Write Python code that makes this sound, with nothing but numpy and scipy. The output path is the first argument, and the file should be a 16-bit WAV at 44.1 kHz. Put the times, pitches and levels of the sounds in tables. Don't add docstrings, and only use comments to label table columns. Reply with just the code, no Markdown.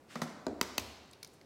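import sys
import numpy as np
from scipy import signal
from scipy.fft import rfft, irfft
from scipy.io import wavfile

SR = 44100
rng = np.random.default_rng(int(sys.argv[2]) if len(sys.argv) > 2 else 0)


def transcribe(signal):
    frames = np.atleast_2d(signal).T
    limited = np.clip(frames, -1, 1)
    pcm = np.round(limited * 32767).astype(np.int16)
    wavfile.write(sys.argv[1], SR, pcm)


N = 63945
SIZE = 96000
HZ = np.fft.rfftfreq(SIZE, 1 / SR)
T = np.arange(N) / SR


def amp(db):
    return 10 ** (np.asarray(db) / 20)


def along(points, hz):
    point_hz, values = np.transpose(points)
    return np.interp(np.log(hz + 1), np.log(point_hz + 1), values)


def filtered(x, response):
    return irfft(rfft(x, SIZE) * response, SIZE)[:N]


def causal(gain):
    cepstrum = irfft(np.log(np.maximum(gain, 1e-6)))
    cepstrum[1:SIZE // 2] *= 2
    cepstrum[SIZE // 2 + 1:] = 0
    return np.exp(rfft(cepstrum))


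def delay(seconds):
    return np.exp(-2j * np.pi * HZ * seconds)


def resonances(modes):
    skirt = 1.167
    power = 0
    for hz, width_hz, level_db in modes:
        damping = (HZ * width_hz) ** 2
        peak = damping / ((hz ** 2 - HZ ** 2) ** 2 + damping)
        power = power + amp(level_db) ** 2 * peak ** skirt
    return np.sqrt(power)


def colour(hollow_db=0, treble_db=0):
    hollow_hz, treble_hz = 307, 11800

    def bell(hz):
        return np.exp(-np.log2((HZ + 1) / hz) ** 2)

    return amp(hollow_db * bell(hollow_hz) + treble_db * bell(treble_hz))


def noise(gain):
    x = filtered(rng.standard_normal(SIZE), gain)
    return x / x.std()


def blurred(gain):
    blur_octaves = .4
    octaves = np.linspace(4, np.log2(SR / 2), 256)
    weights = np.exp(-((octaves[:, None] - octaves) / (blur_octaves / 2)) ** 2)
    power = weights @ np.interp(2 ** octaves, HZ, gain) ** 2 / weights.sum(axis=1)
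    return np.sqrt(np.interp(HZ, 2 ** octaves, power))


def contact(start_s, length_s, gain, room_db, build_up_s=1 / SR):
    smear_s = .002
    notch_fill = 0.42
    bass_lag_cycles, bass_lag_hz = 0.898, 91.8
    t = T[:SR // 10]
    decay = np.exp(-(t / np.hypot(length_s, smear_s)) ** 2)
    build_up = 1 - np.exp(-(t / build_up_s) ** 2)
    flurry = rng.standard_normal(len(t)) * decay * build_up
    force = rfft(flurry / np.linalg.norm(flurry), SIZE)
    force = force / causal(np.hypot(np.abs(force), notch_fill))
    force = force / np.sqrt(np.mean(np.abs(force) ** 2))
    lag = np.exp(-2j * np.pi * bass_lag_cycles * np.log(1 + HZ / bass_lag_hz))
    force = force * lag * delay(start_s)
    direct = causal(gain)
    sent = causal(blurred(gain) * amp(room_db))
    return irfft(force * np.array([direct, sent]))[:, :N]


def kitchen(x):
    # hz, t60_s
    decay_times = [(100, 1.15), (300, 0.68), (1000, 1.24), (4500, 1.1), (8000, 0.76), (14000, .5)]
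    # hz, level_db
    tail_levels = [(100, -15.5), (250, -3), (600, -2.5), (1300, -7), (4500, -7.5), (8000, -9), (14000, -12)]
    tail_delay_s = .007
    early_delay_s, early_t60_s, early_db = .014, 0.035, -13.5
    hz, t, bands = signal.stft(rng.standard_normal(N), SR, nperseg=256)
    t60 = along(decay_times, hz)[:, None]
    level = np.sqrt(np.log(1e6) / (t60 * SR))
    tail = signal.istft(bands * amp(-60 * t / t60) * level, SR, nperseg=256)[1]
    late = rfft(tail, SIZE) * amp(along(tail_levels, HZ)) * delay(tail_delay_s)
    burst = rng.standard_normal(N) * 1000 ** (-T / early_t60_s)
    burst = burst / np.linalg.norm(burst)
    early = amp(early_db) * rfft(burst, SIZE) * delay(early_delay_s)
    return filtered(x, late + early)


def heard(pair):
    direct, sent = pair
    return direct + kitchen(sent)


def background():
    # hz, relative level_db per Hz
    rush_spectrum = [(25, -13), (50, -11.5), (80, 0), (130, -1.5), (250, 0), (450, -1.5), (800, -8.5),
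                     (1500, -15), (3000, -22.5), (8000, -28), (16000, -36)]
    rush_db = -61
    return amp(rush_db) * noise(amp(along(rush_spectrum, HZ)))


def hands():
    # start_s, level_db, length_s (before smear), hollow_db, treble_db
    landings = [(0.1543, -6.5, 0.00875, 3.5, -7.5), (0.2161, -0.5, 0.0074, -2.5, -0.5)]
    # hz, width_hz, level_db
    palm_modes = [(161.3, 16, 20), (233, 21.5, 22.5), (397, 110, 2.5), (640, 360, 6), (1047, 81, 5.5),
                  (1220, 140, 11), (1916, 120, 5), (3980, 340, -4.5), (4780, 600, -6.5), (6170, 1170, -7.5),
                  (12000, 3300, -21)]
    # peak_s, level_db, rise_s, fall_s, treble_db
    rubs = [(0.114, -55, 0.023, 0.025, 3), (0.147, -55, 0.039, 0.085, 8.5),
            (0.224, -49, 0.0018, 0.02, 14.5), (0.27, -56.5, 0.0065, 0.06, 7),
            (1.34, -66.5, 0.0096, 0.012, 23)]
    # hz, relative level_db per Hz
    skin_spectrum = [(60, -54), (220, 11.5), (500, -10.5), (1600, 1), (2600, -1), (4500, -6.5), (8000, -15),
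                     (16000, -35)]
    room_db, build_up_s = 1, .0015
    palm = resonances(palm_modes)
    pair = np.zeros((2, N))
    for start_s, level_db, length_s, hollow_db, treble_db in landings:
        gain = amp(level_db) * palm * colour(hollow_db, treble_db)
        pair += contact(start_s, length_s, gain, room_db, build_up_s)
    for peak_s, level_db, rise_s, fall_s, treble_db in rubs:
        swell = np.exp(-((T - peak_s) / np.where(T < peak_s, rise_s, fall_s)) ** 2)
        brush = noise(amp(along(skin_spectrum, HZ)) * colour(treble_db=treble_db))
        pair += amp(level_db) * swell * brush
    return heard(pair)


def knock():
    # start_s, level_db, length_s (before smear)
    rap = (.4663, 0, 0.00067)
    # hz, width_hz, level_db
    counter_modes = [(184, 68, 7.5), (264, 21, 21), (364, 28, 19.5), (511, 20, 12), (650, 48, 14),
                     (930, 65, 6), (1186, 56, 3.5), (1510, 110, 1), (2420, 20, -6), (4020, 300, -6),
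                     (4950, 160, -2.5), (7100, 440, -9.5)]
    # hz, level_db
    room_levels = [(200, 1.5), (600, 1), (1200, 0.5), (2500, 1), (5000, -4), (12000, -3.5)]
    start_s, level_db, length_s = rap
    gain = amp(level_db) * resonances(counter_modes)
    return heard(contact(start_s, length_s, gain, along(room_levels, HZ)))


def cabinet():
    # hz, level_db, t60_s
    boom_modes = [(69.1, 0, 0.66), (77.4, -6, 0.64), (96.6, 0.5, 0.48)]
    # start_s, level_db
    drives = [(.468, -51.5), (0.615, -56), (0.784, -47.5)]
    rise_s = 0.011
    out = np.zeros(N)
    for start_s, drive_db in drives:
        t = np.maximum(T - start_s, 0)
        rise = 1 - np.exp(-(t / rise_s) ** 2)
        for hz, level_db, t60_s in boom_modes:
            ring = 1000 ** (-t / t60_s) * np.sin(2 * np.pi * hz * t)
            out += amp(drive_db) * amp(level_db) * ring * rise
    return out


def cracks():
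    # start_s, level_db, length_s (before smear), build_up_s, room_db
    blows = [(.6121, 0, 0.0025, 0.00027, -2.5), (.7792, -0.5, 0.0022, 0.00122, -2)]
    # hz, width_hz, first_blow_db, second_blow_db
    shell_modes = [(247.5, 105, 13.5, 9.5), (410, 105, 8, 1.5), (608, 78, -2, 7), (766, 200, -8, 4.5),
                   (992, 100, 12.5, 5), (1305, 220, 11.5, 1), (1990, 220, 9.5, 6), (2600, 85, 8.5, 11.5),
                   (3028, 290, 4.5, 5), (3900, 210, 5.5, 7.5), (4460, 130, 7.5, 8.5), (4770, 320, 8, 2.5),
                   (5060, 200, 4, -16), (5870, 180, 6.5, 5.5), (6370, 260, 1.5, 4), (7620, 870, 0, -1),
                   (10800, 1500, -8, -9), (12270, 350, -4.5, 1), (14800, 1000, -6, -6)]
    out = np.zeros(N)
    for blow, (start_s, level_db, length_s, build_up_s, room_db) in enumerate(blows):
        shell = resonances([(hz, width_hz, levels[blow]) for hz, width_hz, *levels in shell_modes])
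        out += heard(contact(start_s, length_s, amp(level_db) * shell, room_db, build_up_s))
    return out


def ticks():
    # start_s, level_db, length_s (before smear), treble_db, pitch_hz of the piece, ring_db
    fractures = [(1.1126, -22.5, 0.0015, 7, 8140, -2), (1.1305, -18, 0.0054, 7, 2300, -6),
                 (1.134, -17.5, .002, 4, 3830, 1.5), (1.2293, -4, 0.0024, 3, 4300, -7.5),
                 (1.2313, -5, .002, 5.5, 4920, -4.5), (1.247, -5, 0.0012, 2, 5850, -9.5),
                 (1.254, -20, .001, 0, 4270, -8), (1.2662, -23.5, 0.0013, -7, 3760, 0),
                 (1.2747, -20.5, 0.0022, 11, 9000, -8), (1.4127, -16.5, 0.0017, -3, 2060, -4.5)]
    # hz, width_hz, level_db
    flake_modes = [(1460, 890, -21.5), (2240, 200, -12), (3600, 930, -18), (4300, 260, -11.5),
                   (4900, 320, -8), (6100, 1300, -18), (9800, 1900, -23), (13200, 1600, -27)]
    piece_q = 10.8
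    room_db = -4.5
    flake = resonances(flake_modes)
    pair = np.zeros((2, N))
    for start_s, level_db, length_s, treble_db, pitch_hz, ring_db in fractures:
        ring = resonances([(pitch_hz, pitch_hz / piece_q, ring_db)])
        piece = np.hypot(flake * colour(treble_db=treble_db), ring)
        pair += contact(start_s, length_s, amp(level_db) * piece, room_db)
    return heard(pair)


def scene():
    return (background() + hands() + knock() + cabinet() + cracks() + ticks())[None]


def record(dry):
    low_cut_hz, top_hz, top_slope_hz = 25, 16250, 500
    low_cut = (1j * HZ / (low_cut_hz + 1j * HZ)) ** 2
    top_cut = np.clip((top_hz - HZ) / top_slope_hz, 0, 1)
    return filtered(dry[0], low_cut * top_cut)[None]


dry = scene()
out = record(dry)
transcribe(out)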